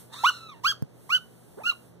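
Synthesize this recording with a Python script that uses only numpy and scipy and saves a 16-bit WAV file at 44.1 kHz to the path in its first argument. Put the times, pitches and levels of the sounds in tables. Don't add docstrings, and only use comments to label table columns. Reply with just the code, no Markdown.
import sys
import numpy as np
from scipy import signal
from scipy.fft import rfft, irfft, next_fast_len
from scipy.io import wavfile
from scipy.ndimage import uniform_filter1d, map_coordinates

SR = 44100
rng = np.random.default_rng(int(sys.argv[2]) if len(sys.argv) > 2 else 0)


def wav_out(sig):
    wavfile.write(sys.argv[1], SR, np.round(np.clip(np.atleast_2d(sig).T, -1, 1) * 32767).astype(np.int16))


N = 88200


def amp(db):
    return 10 ** (np.asarray(db) / 20)


def unit(x):
    return x / np.sqrt(np.mean(x ** 2) + 1e-20)


def along(points, hz):
    point_hz, values = np.transpose(points)
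    return np.interp(np.log(hz + 1), np.log(point_hz + 1), values)


def curves(rows):
    times_s, *columns = np.transpose(rows)
    return [np.interp(np.arange(N) / SR, times_s, column) for column in columns]


def gate(rows):
    t = np.arange(N) / SR
    is_open = (t > rows[0][0]) & (t < rows[-1][0])
    return uniform_filter1d(1. * is_open, size=128)


def wobble(rate_hz):
    knots = rng.standard_normal(N // 8)
    return map_coordinates(knots, [np.arange(N) * rate_hz / SR], mode="mirror")


def filtered(x, response):
    m = next_fast_len(N + SR // 2)
    spectrum = rfft(x, m) * response(np.fft.rfftfreq(m, 1 / SR))
    return irfft(spectrum, m)[..., :N]


def noise(spectrum):
    white = rng.standard_normal((2, N))
    return unit(filtered(white, lambda hz: amp(along(spectrum, hz))))


def voice(pitch_hz, harmonics, jitter):
    jitter_hz, shimmer_db, shimmer_hz = 701.4, 1.05, 223.6
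    phase = 2 * np.pi * np.cumsum(pitch_hz * (1 + jitter * wobble(jitter_hz))) / SR
    tone = 0
    for k, db in harmonics:
        shimmering_db = db + shimmer_db * np.sqrt(k) * wobble(shimmer_hz)
        tone = tone + np.sqrt(2) * amp(shimmering_db) * np.sin(k * phase)
    return tone, phase


def drone():
    # (frequency [Hz], relative density [dB per Hz])
    drone_spectrum = [(15, -53), (25, -30), (59, -9), (90, -3.5), (109, -2), (167, -4), (195, -1.5),
                      (216, -2.5), (275, -3), (444, -2.5), (484, -2.5), (1500, -35.5), (1950, -55),
                      (3300, -120)]
    # (frequency [Hz], level [dB])
    hum_lines = [(123, -62), (170, -64.5), (226, -68)]
    t = np.arange(N) / SR
    hum = np.zeros((2, N))
    for ear in hum:
        for hz, db in hum_lines:
            level = np.sqrt(2) * amp(db + 4.3 * wobble(8.25))
            ear += level * np.sin(2 * np.pi * hz * t + 1.47 * wobble(9))
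    return amp(-56.5) * noise(drone_spectrum) + hum


def air():
    # (frequency [Hz], relative density [dB per Hz])
    air_spectrum = [(300, -20.5), (600, 7.5), (1200, -2), (2000, -7), (4000, -13.5), (7000, -16.5),
                    (15000, -43.5)]
    hiss_spectrum = [(3000, -11), (6500, -12.5), (9000, -4), (11500, -6), (14000, -10), (15500, -10.5)]
    # (time [s], level [dB])
    hiss_level = [(0, -49.5), (.09, -63), (.15, -61), (.25, -51), (.47, -66.5), (.88, -72.5), (1.04, -59.5),
                  (1.3, -63), (1.7, -60), (1.87, -62), (2, -76.5)]
    hiss_db, = curves(hiss_level)
    hiss = amp(hiss_db + 0.27 * wobble(29)) * noise(hiss_spectrum)
    return amp(-63) * noise(air_spectrum) + hiss


def far_cat():
    # (time [s], pitch [Hz], voice level [dB], rasp level [dB])
    call = [(.1, 848.5, -66, -82), (.135, 888, -51, -43), (.16, 1072, -49.5, -45.5), (.185, 1270, -52, -45),
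            (.225, 1366, -48, -48), (.33, 1400, -45, -52), (.4, 1351, -54, -57), (.476, 1307, -51.5, -68.5),
            (.52, 1155, -50, -73.5), (.555, 923, -59.5, -69), (.6, 898, -58, -68.5)]
    # (multiple of the pitch, relative level [dB])
    far_harmonics = [(1, 1.5), (2, 2.5), (3, -0.5), (4, -4), (5, -9.5), (6, -18)]
    # (frequency [Hz], gain [dB])
    throat = [(800, -0.5), (1300, -0.5), (2000, -10), (2800, -6.5), (3300, -11), (3900, 0.5), (4300, 1.5),
              (4900, -14.5), (5600, 2), (6600, 1.5), (8300, 2.5)]
    # (frequency [Hz], relative density [dB per Hz])
    rasp_spectrum = [(500, -28.5), (1100, 1.5), (2000, -4), (2700, -32), (3700, 7.5), (4800, -7),
                     (6500, -10), (8500, -5.5), (12000, -18.5), (15000, -14.5)]
    jitter, fray_exponent = .024, 2.2
    flutter_db, flutter_hz, dulling_db_per_s = 2.6, 110, 26

    pitch_hz, voice_db, rasp_db = curves(call)
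    dull_db = dulling_db_per_s * (np.arange(N) / SR - call[0][0])
    harmonics = [(k, db - (k > 3) * dull_db) for k, db in far_harmonics]
    tone, _ = voice(pitch_hz, harmonics, jitter * (pitch_hz.max() / pitch_hz) ** fray_exponent)
    tone = filtered(tone, lambda hz: amp(along(throat, hz)))
    tone = amp(voice_db + flutter_db * wobble(flutter_hz)) * tone
    return gate(call) * (tone + amp(rasp_db) * noise(rasp_spectrum))


def kitten():
    # (time [s], pitch [Hz], level of harmonics 1, 2, 3 [dB each])
    mews = [
        [(0.232, 712, -56, -52.5, -50), (0.235, 745, -43, -67, -62), (0.239, 863, -20, -48.5, -42),
         (0.248, 1065, -17, -31.5, -29.5), (0.26, 1236, -21.5, -18, -32.5), (0.27, 1415, -22.5, -22, -40),
         (0.287, 1493, -24, -22, -43), (0.298, 1455, -24, -20, -46), (0.304, 1110, -33.5, -63.5, -50),
         (0.312, 860, -53, -58, -72)],
        [(0.635, 900, -53, -56.5, -55), (0.642, 998, -33, -51.5, -44), (0.648, 1118, -22.5, -36.5, -42.5),
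         (0.654, 1224, -22, -24.5, -48.5), (0.67, 1475, -22.5, -27.5, -28), (0.685, 1620, -32, -23.5, -30),
         (0.7, 1659, -36, -23.5, -34.5), (0.715, 1586, -33.5, -27.5, -36), (0.724, 1272, -31.5, -56.5, -57),
         (0.735, 980, -64.5, -74.5, -48)],
        [(1.094, 997, -30, -40, -65), (1.097, 1043, -39.5, -52, -49), (1.106, 1163, -25.5, -28, -54),
         (1.115, 1316, -31.5, -33, -71.5), (1.127, 1410, -25, -23.5, -39.5), (1.134, 1461, -22.5, -22, -35.5),
         (1.153, 1514, -29.5, -20, -45.5), (1.164, 1496, -31, -23.5, -44), (1.175, 1425, -32.5, -36.5, -53.5),
         (1.185, 1154, -55.5, -61, -50)],
        [(1.636, 1232, -50, -39, -58), (1.647, 1276, -33, -47, -66.5), (1.655, 1330, -44, -31, -60),
         (1.668, 1406, -29, -22.5, -53), (1.682, 1435, -25, -29, -37.5), (1.702, 1385, -31.5, -21, -38),
         (1.707, 1327, -36, -47, -38), (1.714, 1317, -48, -37.5, -32.5), (1.721, 1200, -32, -52, -72),
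         (1.728, 960, -50.5, -68, -44)],
    ]
    # (fourth harmonic re voice [dB], rasp re voice [dB], side re mid of the tone [dB])
    mew_colour = [(-24.5, -23, -7), (-24.5, -18, 1), (-31, -22.5, 2), (-32, -23, 2.5)]
    # (frequency [Hz], relative density [dB per Hz])
    rasp_spectrum = [(500, -40.5), (1000, -4.5), (1900, -9), (3200, -12), (4300, 1), (6000, -2),
                     (7500, -4.5), (10000, -15), (12500, -6.5), (14700, -8), (16000, -16.5)]
    jitter, overtone_db_per_step = .005, -5
    rasp_follows, rasp_spread_s = 0.49, 0.0097

    out = np.zeros((2, N))
    for rows, (fourth_db, rasp_db, width_db) in zip(mews, mew_colour):
        pitch_hz, *levels_db = curves(rows)
        loud_db = 10 * np.log10(sum(amp(db) ** 2 for db in levels_db))
        levels_db += [loud_db + fourth_db + overtone_db_per_step * k for k in range(4)]
        tone, phase = voice(pitch_hz, enumerate(levels_db, 1), jitter)

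        peak_db = loud_db.max()
        effort = gate(rows) * amp(peak_db + rasp_follows * (loud_db - peak_db))
        effort = uniform_filter1d(effort, size=max(1, int(rasp_spread_s * SR)))
        fold_pulse = 1 + 0.2 * np.cos(phase)
        rasp = amp(rasp_db) * effort * noise(rasp_spectrum) * fold_pulse

        mid_side_gains = unit(amp([[0], [width_db]]))
        out += gate(rows) * tone * mid_side_gains + rasp
    return out


def bump(comb_hz):
    # (frequency [Hz], level before the high-pass [dB], t60 [s])
    case_modes = [(138.2, -15, 0.049), (214, -25.5, 0.041), (427, -38.5, 0.039), (940, -50, 0.016)]
    start_s, tick_db, tick_t60_s = .8235, -36, 0.0076
    t = np.maximum(np.arange(N) / SR - start_s, 0)
    thud = sum(amp(db - 60 * t / t60_s) * np.sin(2 * np.pi * hz * t) for hz, db, t60_s in case_modes)
    thud = signal.sosfilt(signal.butter(2, 60, "high", fs=SR, output="sos"), thud)
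    tick = (t > 0) * amp(tick_db - 60 * t / tick_t60_s) * rng.standard_normal((2, N))
    return np.array([np.roll(thud, int(SR / comb_hz)), -thud]) + tick


def squeak():
    # (time [s], pitch [Hz], level [dB])
    glide = [(1.572, 351, -53), (1.58, 380, -48), (1.598, 556, -51), (1.613, 835, -53), (1.628, 1045, -53)]
    # (multiple of the pitch, relative level [dB])
    squeak_harmonics = [(1, 7), (2, -10), (3, -10)]
    # (frequency [Hz], relative density [dB per Hz])
    rasp_spectrum = [(300, -4), (900, 0.5), (1600, -2), (2500, -15), (8000, -29)]
    pitch_hz, db = curves(glide)
    tone, _ = voice(pitch_hz, squeak_harmonics, jitter=0.1)
    level = gate(glide) * amp(db + 1.67 * wobble(150))
    return level * (tone + amp(-11) * noise(rasp_spectrum))


def echoes(x, t60s, db, delay_s):
    hz, t, z = signal.stft(rng.standard_normal((2, SR // 2)), SR, nperseg=256)
    decay = amp(-60 * t / along(t60s, hz)[:, None])
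    _, tail = signal.istft(z * decay, SR, nperseg=256)
    wet = signal.fftconvolve(x, tail / np.linalg.norm(tail[0]), axes=1)[:, :N]
    return amp(db) * filtered(wet, lambda f: np.exp(-2j * np.pi * f * delay_s))


def microphones(x, comb_hz):
    notch_gain, fill_hz = 0.022, 10660

    def combs(hz):
        sin, cos = np.sin(np.pi * hz / comb_hz), np.cos(np.pi * hz / comb_hz)
        fill = np.clip(notch_gain + (hz / fill_hz) ** 3, 0, .7)
        mid_comb = np.hypot(sin, fill * cos)
        side_comb = 1j * cos - (fill + 0.054) * sin
        return np.array([mid_comb, side_comb]) / np.hypot(1, fill)

    mid, side = filtered(x, combs)
    return np.array([mid + side, mid - side])


def scene():
    # (frequency [Hz], t60 [s])
    near_t60 = [(300, 0.089), (1500, 0.099), (3200, 0.13), (14000, .13)]
    wall_t60 = [(300, 0.12), (1500, 0.33), (3200, 0.23), (6000, 0.4), (14000, 0.18)]
    comb_hz = 2468
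    balance_db = -2

    cats = far_cat() + kitten() + squeak()
    near = echoes(cats, near_t60, db=-13, delay_s=.005)
    wall = echoes(cats, wall_t60, db=-26.5, delay_s=0.027)
    heard = microphones(cats + near + wall + air(), comb_hz)
    return (heard + bump(comb_hz) + drone()) * amp([[balance_db / 2], [-balance_db / 2]])


def record(dry):
    top_hz = 15500
    return filtered(dry, lambda hz: hz < top_hz)


dry = scene()
out = record(dry)
wav_out(out)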